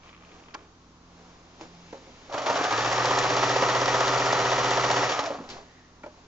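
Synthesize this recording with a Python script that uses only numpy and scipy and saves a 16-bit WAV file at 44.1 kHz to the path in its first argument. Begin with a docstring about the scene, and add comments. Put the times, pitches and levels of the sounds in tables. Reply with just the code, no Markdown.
"""A quiet, humming room, heard by a microphone pair close to a household sewing machine on a table.
First the hands draw cloth over the bed in fine grains and slips, and bump the case so that its modes ring.
At 2.3 s the machine starts at a crawl, then runs up to nearly sixteen stitches a second: its contacts knock
at set points of every turn, over gear rattle, sweeping gear notes, drive and frame tones and a motor whine.
After 5 s it coasts to rest with a few last clacks; cloth, thread and bumps follow, over steady air and hum."""
import sys
import numpy as np
from scipy import signal
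from scipy.fft import rfft, irfft
from scipy.io import wavfile

SR = 44100
rng = np.random.default_rng(int(sys.argv[2]) if len(sys.argv) > 2 else 0)


def materialize(psi):
    """Save the field psi as 16-bit PCM at rate SR to the path in sys.argv[1].

    A 1-D psi becomes a single channel; in a 2-D psi each row is a channel.
    """
    bounded = np.clip(np.atleast_2d(psi).T, -1, 1)
    quanta = np.round(bounded * 32767).astype(np.int16)
    wavfile.write(sys.argv[1], SR, quanta)


N = 276488
T = np.arange(N) / SR  # time [s]
COMMON = np.array([[1], [0]])  # puts a sound in the part both microphones share, none in the diffuse part
# Levels in the tables are relative: each sound's own gains and colouring follow.


# how the housing parts' loudness follows speed: (at full speed [dB], lost towards standstill [dB],
# further lost while coasting [dB], gained while straining to speed up [dB])
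HOUSING_LAW = (-23.5, 11.5, 8.5, 4)
# the same for the steel parts, same columns
STEEL_LAW = (-30, 24, 6.5, 4)


def linkage():
    """Knocks and gear rattle sound dull through the housing and bright from the steel."""
    thuds = knocks(1, decay_s=.0066, slack_s=.00006, uneven_db=1.8, room_db=-19)
    ticks = knocks(2, decay_s=.003, slack_s=.00002, uneven_db=2.5, room_db=-21)
    dull_rattle = load() * grains(1200, spread_db=1.5, decay_s=0.0021)
    bright_rattle = grains(900, spread_db=2.5, decay_s=0.0028)
    dull = (amp(-4.7) * thuds + amp(-5.9) * dull_rattle) * loudness(HOUSING_LAW)
    bright = (amp(-5.5) * ticks + amp(-3.7) * bright_rattle) * loudness(STEEL_LAW)
    dull += clacks(1, decay_s=0.0071)
    bright += clacks(2, decay_s=0.016)
    return housing(dull) + steel(bright)


# contacts in one stitch, the needle stroke at 0:
# (share of the turn [turns], level in the housing [dB], level in the steel [dB])
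CONTACTS = [(-.082, -3.5, -3), (-.05, -6, -2), (-.033, -2, 3.5), (.005, -.5, 1), (.028, 0, -8),
            (.08, -2.5, -3), (.135, -2, 3), (.19, 0, 2), (.25, -2.5, -6), (.33, -2, -6), (.375, -.5, -1),
            (.43, -2.5, -5), (.51, -3, -8), (.58, -2, -2), (.65, -3, -4), (.745, -1, -5), (.8, -1, -2)]


def knocks(column, decay_s, slack_s, uneven_db, room_db):
    """Each contact strikes its own part once a turn, a little early or late, hard or soft."""
    speed, turns = shaft()
    out = np.zeros((2, N))
    for contact in CONTACTS:
        at = np.flatnonzero(np.diff(np.floor(turns - contact[0])))
        late, hard = rng.standard_normal((len(at), 2)).T
        shifted = at + np.round(late * slack_s * SR).astype(int)
        blows = np.zeros((1, N))
        blows[0, shifted] = amp(contact[column] + uneven_db * hard)
        out += signal.oaconvolve(blows, ring(decay_s, room_db, room_s=0.13), axes=1)[:, :N]
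    return out / out[:, speed > .5].std()


# hard clacks as play is taken up, the needle meets a seam or the shaft runs down:
# (time [s], level in the housing [dB], level in the steel [dB])
CLACKS = [(2.297, -36.5, -53), (2.325, -35, -41), (2.341, -22.5, -39.5), (2.379, -25, -34),
          (2.418, -37, -36.5), (2.461, -36, -32.5), (2.467, -20.5, -33.5), (2.497, -19, -33),
          (2.565, -33, -31.5), (2.611, -21.5, -44), (2.6415, -25.5, -37), (2.65, -23, -38),
          (2.7248, -22, -37), (2.7837, -22.5, -40.5), (2.926, -28.5, -35), (3.112, -23.5, -39),
          (3.303, -22, -45), (3.429, -22, -31), (3.497, -25.5, -43), (3.561, -22.5, -31), (3.624, -16, -44),
          (3.636, -19, -45), (3.881, -19, -41), (3.944, -20, -48), (4.007, -20, -37), (4.327, -21, -38),
          (4.902, -24, -40), (5.097, -32, -31), (5.118, -22.5, -28.5), (5.191, -21, -30), (5.231, -28, -42),
          (5.26, -32, -34), (5.279, -39, -47), (5.321, -30, -51), (5.352, -34, -56), (5.385, -40, -61),
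          (5.439, -39, -52)]


def clacks(column, decay_s):
    """Single harder blows, as the play in the linkage is taken up, a seam is met or the shaft runs down."""
    out = np.zeros((2, N))
    for row in CLACKS:
        add(out, row[0], amp(row[column]) * ring(decay_s))
    return out


# gear load over one stitch: (share of the turn [turns], level [dB])
LOAD = [(.03, 3), (.12, 0), (.4, 1), (.5, -1.5), (.82, -1), (.89, -6)]


def load():
    """Gain of the gear rattle over each turn: slack just before the needle stroke, tight during it."""
    share, db = np.transpose(LOAD)
    return amp(np.interp(shaft()[1], share, db, period=1))


# what the contacts sound through in the housing: (frequency [Hz], level [dB per Hz])
HOUSING_SPECTRUM = [(40, -44), (110, -11.5), (230, -15.5), (290, -11.5), (370, -9), (440, -5), (520, -1.5),
                    (800, -3), (1280, -2), (1530, -9), (1920, -13.5), (2250, -15), (3200, -30),
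                    (6000, -37.5)]
# panels of the case: (frequency [Hz], width [Hz], level over the housing [dB])
PANELS = [(286, 18, 7), (305.4, 11, 0), (412.4, 8.6, 2.5), (600, 28, -13.5), (752, 130, -3),
          (1150, 130, -12.5), (1880, 280, -7)]


def housing(x, soft_hz=1300, soft_db=2, hardness=1.0):
    """Slow blows are soft and lose their edge; the panels ring at their own notes."""
    hard = shaft()[0] ** hardness
    softened = signal.filtfilt(*signal.butter(1, soft_hz, fs=SR), x)
    blows = hard * x + (1 - hard) * amp(soft_db) * softened
    return colour(blows + resonances(blows, PANELS), HOUSING_SPECTRUM) * amp(-2.5)


# what the contacts sound through in the steel: (frequency [Hz], level [dB per Hz])
STEEL_SPECTRUM = [(300, -54), (1500, 5), (2400, 5), (3100, 4.5), (4400, 1.5), (5200, 0.5), (5800, 0.5),
                  (6200, -1.5), (7100, -2.5), (7900, -24)]
# notes of the steel parts: (frequency [Hz], width [Hz], level [dB])
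STEEL_MODES = [(2910, 39, -14.5), (4360, 86, -23.5), (5660, 200, -10)]


def steel(x):
    """Needle bar and hook click brightly and ring at a few high notes."""
    return colour(x + resonances(x, STEEL_MODES), STEEL_SPECTRUM) * amp(-0.54)


TAKE_UP_S, SETTLE_S = 0.049, 0.018  # the rattle builds at the start and dies at the stop
STRAIN_S = 0.073  # the strain peaks this long after the pedal is pressed


def loudness(law):
    """The faster the shaft and the harder the motor pulls, the harder the parts strike; they ease as it coasts."""
    full_db, slow_db, coast_db, strain_db = law
    building = np.clip((T - START_S) / TAKE_UP_S, 0, 1) ** 2
    moving = building * np.clip((STOP_S - T) / SETTLE_S, 0, 1)
    pressed = (np.maximum(T - PRESS_S, 0) / STRAIN_S) ** 2
    strain = 2 * pressed / (1 + pressed ** 2)
    level_db = full_db - slow_db * (1 - shaft()[0]) - coast_db * coasted() + strain_db * strain
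    return moving * amp(level_db)


# the pedal: a start at a crawl, pressed for full speed, released to coast to rest
START_S, PRESS_S, RELEASE_S, STOP_S = 2.285, 2.425, 5.0, 5.47
CRAWL_PER_S, FULL_PER_S = 8, 15.65  # stitches per second
SPIN_UP_S, COAST_CURVE = .185, 2.1  # time constant of the run-up, bend of the slowing
NEEDLE_DOWN_S = 3.625  # one needle stroke falls here


def shaft():
    """Speed as a share of full speed, and the turns made, whole at each needle stroke."""
    driven = FULL_PER_S - (FULL_PER_S - CRAWL_PER_S) * np.exp(-np.maximum(T - PRESS_S, 0) / SPIN_UP_S)
    rate = (T > START_S) * driven * (1 - coasted() ** COAST_CURVE)
    turns = np.cumsum(rate) / SR
    return rate / FULL_PER_S, turns - turns[round(NEEDLE_DOWN_S * SR)]


def coasted():
    """Share of the coast's time that has passed: 0 under power, 1 at rest."""
    return np.clip((T - RELEASE_S) / (STOP_S - RELEASE_S), 0, 1)


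# sharp ticks of the needle glancing off the foot and plate: (time [s], level [dB], pitch [Hz])
NEEDLE_TICKS = [(2.6419, -23, 3490), (2.726, -25, 4300), (2.926, -25.5, 4360), (3.0555, -20, 4300),
                (3.1885, -17.5, 5780), (3.366, -25, 5650), (3.8577, -22, 4480), (4.0057, -24, 5870),
                (4.0797, -22.5, 4180), (4.1762, -21.5, 4470), (4.2587, -25.5, 5430), (4.325, -24.5, 5300),
                (4.7078, -20.5, 3780), (4.9125, -19, 4360)]
TICK_RING_DB, TICK_NOTE_DB, TICK_DECAY_S = -7.5, -12, .0045


def needle(size=4000):
    """A glancing needle gives a bright snap and a brief note."""
    out, t = np.zeros((2, N)), T[:size]
    for s, db, hz in NEEDLE_TICKS:
        around_pitch = [(hz / 6, -20), (hz / 2, -5), (hz, 0), (7500, -5), (9000, -40)]
        snap = colour(ring(TICK_DECAY_S, room_db=-24), around_pitch)
        note = np.sqrt(2) * np.sin(2 * np.pi * hz * t) * np.exp(-t / TICK_DECAY_S) * COMMON
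        add(out, s, amp(db + TICK_RING_DB) * snap)
        add(out, s, amp(db + TICK_NOTE_DB) * note)
    return out


# meshing gears: (teeth passing per stitch, level against the housing [dB], half-width [Hz])
GEARS = [(46.8, -26.5, 160), (57.6, -16, 64), (86.1, -17, 29), (120.4, -14, 130)]
BELT_GRIPS_S, KICK_SPEED = 2.56, .68  # until the belt grips, the motor keeps at least this share of full speed


def gears(slow_db=8.5, coast_db=-7, dulling=2, lowest_hz=230):
    """The motor's teeth mesh in fuzzy notes that glide with its speed, stand out at a crawl and ease as it coasts."""
    speed = shaft()[0]
    # at first the motor runs ahead on a slipping belt
    speed = np.where(T < BELT_GRIPS_S, np.maximum(speed, KICK_SPEED), speed)
    turns = np.cumsum(speed) * FULL_PER_S / SR
    main_teeth = GEARS[1][0]
    whirr = np.zeros(N)
    for teeth, db, half_width_hz in GEARS:
        fade = speed ** (dulling * abs(teeth / main_teeth - 1))
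        whirr += amp(db) * fade * waver(half_width_hz) * np.sin(2 * np.pi * teeth * turns)
    # the case radiates no lower notes
    whirr = signal.lfilter(*signal.butter(4, lowest_hz, "high", fs=SR), whirr)
    balance = amp(slow_db * np.minimum(2 * (1 - speed), 1) + coast_db * coasted())
    return np.sqrt(2) * whirr * load() * balance * loudness(HOUSING_LAW) * COMMON


# panels singing as gear notes pass: (middle [s], length [s], level [dB], pitch [Hz], glide [Hz per s])
SINGS = [(2.352, 0.078, -40, 586.4, 499.5), (2.493, .07, -33, 921, 901), (5.164, 0.1, -36, 1228, -400),
         (5.216, 0.035, -33, 846, -1500), (5.279, 0.033, -34.5, 660, -1500),
         (5.317, 0.021, -32.5, 576, -2000), (5.397, 0.056, -42, 249, -500)]


def singing(rough=.55, rough_hz=130):
    """As the speed changes, the gear notes sweep past panels, and each growls out for a moment."""
    notes = np.zeros(N)
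    for s, length_s, db, hz, glide in SINGS:
        since = T - s
        phase = 2 * np.pi * (hz + glide * since / 2) * since + rough * waver(rough_hz / 2)
        growl = 1 + rough * waver(rough_hz)
        notes += swells([(s, length_s, db)], 2) * growl * np.sin(phase)
    return np.sqrt(2) * notes * COMMON


# hum of the drive: (multiple of the stitch rate, level [dB])
DRIVE_TONES = [(2, -62), (3, -56), (7, -55), (8, -39.8), (9, -56), (13, -56)]
# the drive starts to hum about this share of full speed, over this span of it;
# unloaded, it needs this much more speed by the end of the coast
SHAKE_SPEED, SHAKE_SPAN, SHAKE_SLACK = .908, .024, .19


def drive():
    """Near full speed the drive shakes and hums at multiples of the stitch rate."""
    threshold = SHAKE_SPEED + SHAKE_SLACK * coasted()
    shaking = 1 / (1 + np.exp((threshold - shaft()[0]) / SHAKE_SPAN))
    return stitch_tones(DRIVE_TONES) * shaking


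# tones of the frame: (multiple of the stitch rate, level [dB])
FRAME_TONES = [(17, -50), (18, -46), (21, -47), (24, -48), (25, -38.5), (26, -47), (32, -47), (36, -43),
               (39, -44), (42, -44), (45, -42.5), (48, -48), (54, -46), (58, -44.5), (66, -45.5), (70, -49),
               (72, -46), (79, -45.5), (84, -47), (87, -47)]


def frame(sharpness=22):
    """The frame rings at multiples of the stitch rate, only close to full speed."""
    return stitch_tones(FRAME_TONES) * shaft()[0] ** sharpness


def stitch_tones(table, flutter=0.068):
    """Fluttering tones locked to the turning shaft."""
    turns = shaft()[1]
    out = np.zeros(N)
    for multiple, db in table:
        tone = np.cos(2 * np.pi * (multiple * turns + rng.random()))
        out += amp(db) * (1 + flutter * waver(7.9)) * tone
    return np.sqrt(2) * out * COMMON


# motor whine: (frequency at full speed [Hz], level [dB])
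WHINES = [(5880, -50), (5637, -58)]


def motor_whine(whirr_db=-52, steepness=12):
    """The motor whines far above the stitch rate, gliding with speed, with a fuzzy skirt."""
    speed = shaft()[0]
    out = np.zeros(N)
    for hz, db in WHINES:
        fuzzy = amp(db) + amp(whirr_db) * waver(100)
        out += fuzzy * np.sin(2 * np.pi * np.cumsum(hz * speed) / SR)
    return np.sqrt(2) * out * speed ** steepness * COMMON


# bumps on the plastic case and table: (time [s], level [dB], pitch [Hz], decay [s], tick level [dB])
BUMPS = [(0.5419, -41, 1160, 0.0051, -40), (0.546, -51, 980, 0.0018, -32.5),
         (0.549, -27.5, 1047, 0.0042, -36.5), (0.568, -52, 396, 0.0059, -62),
         (1.611, -32.5, 600, 0.0024, -41), (1.613, -38.5, 323, 0.02, -47), (1.928, -35.5, 482, 0.014, -50),
         (1.931, -37, 680, 0.0072, -49), (1.942, -41, 538, 0.038, -58), (2.068, -46, 535, 0.012, -63),
         (2.092, -46, 245, 0.018, -71), (5.305, -26, 600, .011, -52), (5.402, -37, 273, .016, -69),
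         (5.492, -46, 748, .012, -47), (6.035, -41, 1385, 0.014, -57), (6.0395, -35.5, 600, 0.009, -60),
         (6.039, -45, 305, 0.018, -64), (6.062, -36, 603, 0.019, -56), (6.175, -52, 720, 0.023, -65)]
# notes of the plastic case: (frequency [Hz], level [dB], longest decay [s])
CASE_MODES = [(323, 6.5, 0.0097), (463, 0, 0.013), (603, -5, .014), (845, 4.5, 0.0093), (1114, 0, .008),
              (1370, 1.5, .007), (1810, 3.5, 0.0037), (2320, 9.5, 0.0076)]


def bumps(skirt_db=-12, note_db=-3, case_db=-8, clatter_db=-6, contact_s=0.00024, lowest_hz=170, size=11000):
    """A tick, then the note of the spot that is hit, with the case's modes and a hollow clatter around it."""
    out, ticks, t = np.zeros((2, N)), np.zeros((2, N)), T[:size]
    for s, db, hz, decay_s, tick_db in BUMPS:
        hollow = [(hz / 12, -42), (hz / 4, -18), (hz / 2, -8), (hz / 0.56, -1), (hz * 0.79, 0),
                  (hz * 2.0, skirt_db), (hz * 4, -26), (hz * 10, -44)]
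        note = np.sqrt(2) * np.sin(2 * np.pi * hz * t) * np.exp(-t / decay_s)
        case = np.zeros(size)
        for mode_hz, mode_db, life_s in CASE_MODES:
            fading = np.exp(-t / min(life_s, 2 * decay_s))
            case += amp(mode_db + read(hollow, mode_hz)) * np.sin(2 * np.pi * mode_hz * t) * fading
        struck = amp(db + note_db) * note + amp(db + case_db) * case
        add(out, s, struck * (1 - np.exp(-t / contact_s)) * COMMON)
        add(out, s, amp(db + clatter_db) * colour(ring(decay_s, room_db=-26.0), hollow))
        add(ticks, s, amp(tick_db) * ring(decay_s / 2, room_db=-49))
    body = signal.lfilter(*signal.butter(3, lowest_hz, "high", fs=SR), out)
    return body + colour(ticks, HISS_SPECTRUM)


# strokes of the hands sliding cloth over the bed: (middle [s], length [s], rub level [dB], hiss level [dB])
STROKES = [(.06, 0.12, -55, -60), (.35, 0.24, -53, -60.5), (.58, 0.16, -54.5, -67),
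           (1.26, 0.33, -54.5, -62), (1.63, 0.07, -47, -54), (1.95, 1, -56, -57.5),
           (2.28, 0.29, -54.5, -58), (5.54, 0.16, -43.5, -53.5), (5.74, 0.26, -61, -63.5),
           (6.17, 0.33, -59, -63.5)]
# colour of the rub: (frequency [Hz], level [dB per Hz])
RUB_SPECTRUM = [(100, -6.5), (280, 0), (480, 0), (750, 0), (1150, -5), (1600, -10.5), (3000, -28.5)]
# colour of the hiss and of the bumps' ticks: (frequency [Hz], level [dB per Hz])
HISS_SPECTRUM = [(600, -11.5), (1900, 6.5), (2700, 5.5), (3700, 4), (5300, 2.5), (7000, 0), (7900, -25)]
# the cloth whispers as it is lifted: (middle [s], length [s], level [dB])
LIFTS = [(5.75, 0.32, -44)]
# narrow band of that whisper: (frequency [Hz], width [Hz], level [dB])
LIFT_BAND = [(1845, 190, 0)]


def cloth():
    """Fingers rub the cloth over the bed; its weave catches in fine grains and single ticks."""
    rub = amp(-1.0) * grains(1200, spread_db=1.0, decay_s=0.0034) * swells(STROKES, 2)
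    hiss = amp(-0.5) * grains(3700, spread_db=-1.0, decay_s=0.0015) * swells(STROKES, 3)
    whisper = grains(3300, spread_db=1.0, decay_s=.001) * swells(LIFTS, 2)
    lift = resonances(whisper, LIFT_BAND)
    return colour(rub, RUB_SPECTRUM) + colour(hiss, HISS_SPECTRUM) + lift + catches() + pulls()


# fine rustle as the cloth is drawn: (middle [s], length [s], level [dB])
RUSTLES = [(.1, 0.23, -55.5), (.32, 0.2, -59.5), (.54, 0.18, -56.5)]
# threads catch and slip while the cloth is first drawn into place: (time [s], level [dB])
CATCHES = [(0.0352, -49.5), (0.067, -49), (0.079, -49), (0.0912, -41), (0.129, -45), (.149, -49),
           (0.176, -51), (.2079, -51), (0.234, -49), (.26, -59), (0.2904, -48), (0.316, -45), (0.339, -53),
           (.3875, -56), (0.399, -46), (.4584, -52), (0.4845, -44), (0.508, -50), (0.59, -48.5),
           (.6255, -54), (0.648, -54)]
# notes of the bed under the cloth: (frequency [Hz], width [Hz], level [dB])
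BED_MODES = [(1150, 110, 3.5), (2380, 240, -8), (3130, 400, -14.5)]
# colour of the catches: (frequency [Hz], level [dB per Hz])
CATCH_SPECTRUM = [(200, -9.5), (500, -5), (1100, 0), (1800, 5), (2450, 4), (3100, 1), (4200, -7.5),
                  (7500, -26.5)]


def catches(decay_s=0.0047, body_db=-9, tick_db=-1.0):
    """Stick and slip: the drawn cloth lets go in a fine rustle and small ticks that ring the bed."""
    out = slips() * swells(RUSTLES, 2)
    for s, db in CATCHES:
        add(out, s, amp(db + tick_db) * ring(decay_s, room_db=-30))
    return colour(amp(body_db) * out + resonances(out, BED_MODES), CATCH_SPECTRUM) * amp(3.0)


SLIPS_PER_S, SLIP_JITTER, SLIP_UNEVEN_DB, SLIP_DECAY_S = 75, .3, 3.8, .0018  # jitter: spread of log intervals


def slips(count=4):
    """An uneven run of tiny dry clicks as the weave slips thread by thread."""
    pace, hard = rng.standard_normal((int(SLIPS_PER_S * N / SR), 2)).T
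    at = (np.cumsum(np.exp(SLIP_JITTER * pace)) * SR / SLIPS_PER_S).astype(int)
    sizes = amp(SLIP_UNEVEN_DB * hard)
    out = np.zeros((2, N))
    for k in range(count):  # the clicks take turns among a few rings
        train = np.bincount(at[k::count], sizes[k::count], N)[:N]
        out += signal.oaconvolve(train[None], ring(SLIP_DECAY_S, room_db=-20.5), axes=1)[:, :N]
    return unit(out)


# quick pulls of cloth and thread: (time [s], level [dB], decay [s])
PULLS = [(5.49, -40.5, 0.005), (5.5, -44, 0.014), (5.5, -41.5, 0.033)]
# colour of the zip: (frequency [Hz], level [dB per Hz])
ZIP_SPECTRUM = [(700, -23), (2000, 2.5), (3200, 1), (4500, 5), (5600, 0), (7300, -7), (7900, -21)]


def pulls():
    """The thread zips taut in bright little snaps."""
    out = np.zeros((2, N))
    for s, db, decay_s in PULLS:
        add(out, s, amp(db) * ring(decay_s))
    return colour(out, ZIP_SPECTRUM)


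# room hum: (frequency [Hz], level [dB])
HUM = [(48.4, -66.5), (86.1, -64.5), (129.2, -69.5), (247.6, -67)]
# swells of the drone: (middle [s], length [s], level [dB])
DRONE_SWELLS = [(.25, 0.18, -65), (1.22, 0.45, -63), (1.79, 0.22, -56.5)]
DRONE_HZ, DRONE_REST_DB, DRONE_WAVER = 172.6, -69, .35  # waver in radians rms
# colour of the air noise: (frequency [Hz], level [dB per Hz])
AIR_SPECTRUM = [(25, -1), (60, 1), (110, -8), (300, 0.5), (600, -8), (1100, -4), (2000, -16.5), (6500, -18),
                (7900, -32)]


def room():
    """Soft air noise and the wavering hum of appliances."""
    hum = sum(amp(db) * np.sin(2 * np.pi * hz * T + 0.37 * waver(9.5)) for hz, db in HUM)
    drone_gain = amp(3.0) * swells(DRONE_SWELLS, 2, rest_db=DRONE_REST_DB)
    drone = drone_gain * np.sin(2 * np.pi * DRONE_HZ * T + DRONE_WAVER * waver(24.0))
    air = amp(-57.5) * colour(rng.standard_normal((2, N)), AIR_SPECTRUM)
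    return air + np.sqrt(2) * (hum + drone) * COMMON


def amp(db):
    """Decibels to amplitude."""
    return 10 ** (np.asarray(db) / 20)


def unit(x):
    """Scales to rms 1."""
    return x / np.sqrt(np.mean(x ** 2) + 1e-20)


def read(points, hz):
    """Joins points on a log-frequency axis."""
    f, value = np.transpose(points)
    return np.interp(np.log(hz + 1), np.log(f + 1), value)


def add(mix, s, sound):
    """Lays a sound into the mix from second s on, cut at the end."""
    part = mix[:, round(s * SR):][:, :sound.shape[1]]
    part += sound[:, :part.shape[1]]


def colour(x, spectrum, size=4096):
    """Causal filter that keeps the power of white noise."""
    log_gain = np.log(amp(read(spectrum, abs(np.fft.fftfreq(size, 1 / SR)))))
    minimum_phase = np.exp(signal.hilbert(log_gain).conj())
    taps = np.fft.ifft(minimum_phase).real[:size // 2]
    return signal.oaconvolve(x, taps[None] / np.linalg.norm(taps), axes=1)[:, :N]


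def resonances(x, modes):
    """What a set of modes rings with when x drives it."""
    return sum(amp(db) * signal.lfilter(*signal.iirpeak(hz, hz / width, fs=SR), x) for hz, width, db in modes)


def waver(limit_hz):
    """Random wandering of rms 1, no faster than the limit."""
    spectrum = rfft(rng.standard_normal(N))
    return unit(irfft(spectrum * (np.fft.rfftfreq(N, 1 / SR) < limit_hz), N))


def swells(rows, column, rest_db=-140):
    """Gain of smooth rises and falls, each at half height over its length; their powers add."""
    power = amp(rest_db) ** 2
    for row in rows:
        half_lengths = 2 * (T - row[0]) / row[1]
        power = power + amp(row[column]) ** 2 * .5 ** (2 * half_lengths ** 2)
    return np.sqrt(power)


def ring(decay_s, room_db=-21, room_s=0.12, size=11000):
    """Dense modes of a struck part die fast; the room holds a weak tail."""
    t = T[:size]
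    direct = np.exp(-t / decay_s)
    tail = amp(room_db) * np.exp(-t / room_s) * (1 - direct)
    return rng.standard_normal((2, size)) * (direct + tail)


def grains(per_s, spread_db, decay_s, count=8):
    """Random tiny impacts of uneven size on several small parts."""
    struck = rng.random(N) < per_s / SR
    sizes = amp(spread_db * np.minimum(rng.exponential(1, N), 4)) * struck
    part = rng.integers(0, count, N)
    out = np.zeros((2, N))
    for k in range(count):
        hits = (sizes * (part == k))[None]
        out += signal.oaconvolve(hits, ring(decay_s, room_db=-12.0), axes=1)[:, :N]
    return unit(out)


# likeness of the microphone pair: (frequency [Hz], likeness [-1 to 1])
LIKENESS = [(100, .99), (450, .985), (1000, .95), (2000, .85), (4000, .85), (7500, .8)]
# phase by which the left leads, before scaling by aside: (frequency [Hz], lead [rad])
LEAD = [(30, 0.035), (250, -0.068), (500, -0.25), (1000, -0.78), (1500, -0.77), (3500, -1.35),
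        (5500, 0.098), (7500, 0.38)]
# left over right: (frequency [Hz], level [dB])
TILT = [(100, -1.5), (450, -0.96), (1000, -0.092), (2000, 0.1), (4000, 1.8), (7500, 1.2)]


def microphones(x, aside, diffuse_db):
    """Row one reaches both microphones, with a phase lead that grows with aside; row two is where they differ."""
    hz = np.fft.rfftfreq(N, 1 / SR)
    like = np.clip(read(LIKENESS, hz), 0, .995)
    shares = np.sqrt([(1 + like) / 2, (1 - like) / 2])
    common, diffuse = rfft(x) * shares * amp([[0], [diffuse_db]])
    lean = amp(read(TILT, hz) / 2) * np.exp(.5j * aside * read(LEAD, hz))
    return irfft(np.array([(common + diffuse) * lean, (common - diffuse) / lean]), N)


def scene():
    """The machine stands in front, the hands work to its right, the room lies all around."""
    machine = linkage() + needle() + gears() + drive() + frame() + motor_whine() + singing()
    hands = bumps() + cloth()
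    return (microphones(machine, aside=0.8, diffuse_db=3.5)
            + microphones(hands, aside=1.18, diffuse_db=5.5)
            + microphones(room(), aside=1.4, diffuse_db=9.0))


EDGE_HZ = 7750


def record(dry):
    """The recorder's band limit: a steep low-pass."""
    taps = signal.firwin(401, EDGE_HZ, window=("kaiser", 9), fs=SR)
    return signal.oaconvolve(dry, taps[None], "same", axes=1)


dry = scene()
out = record(dry)
materialize(out)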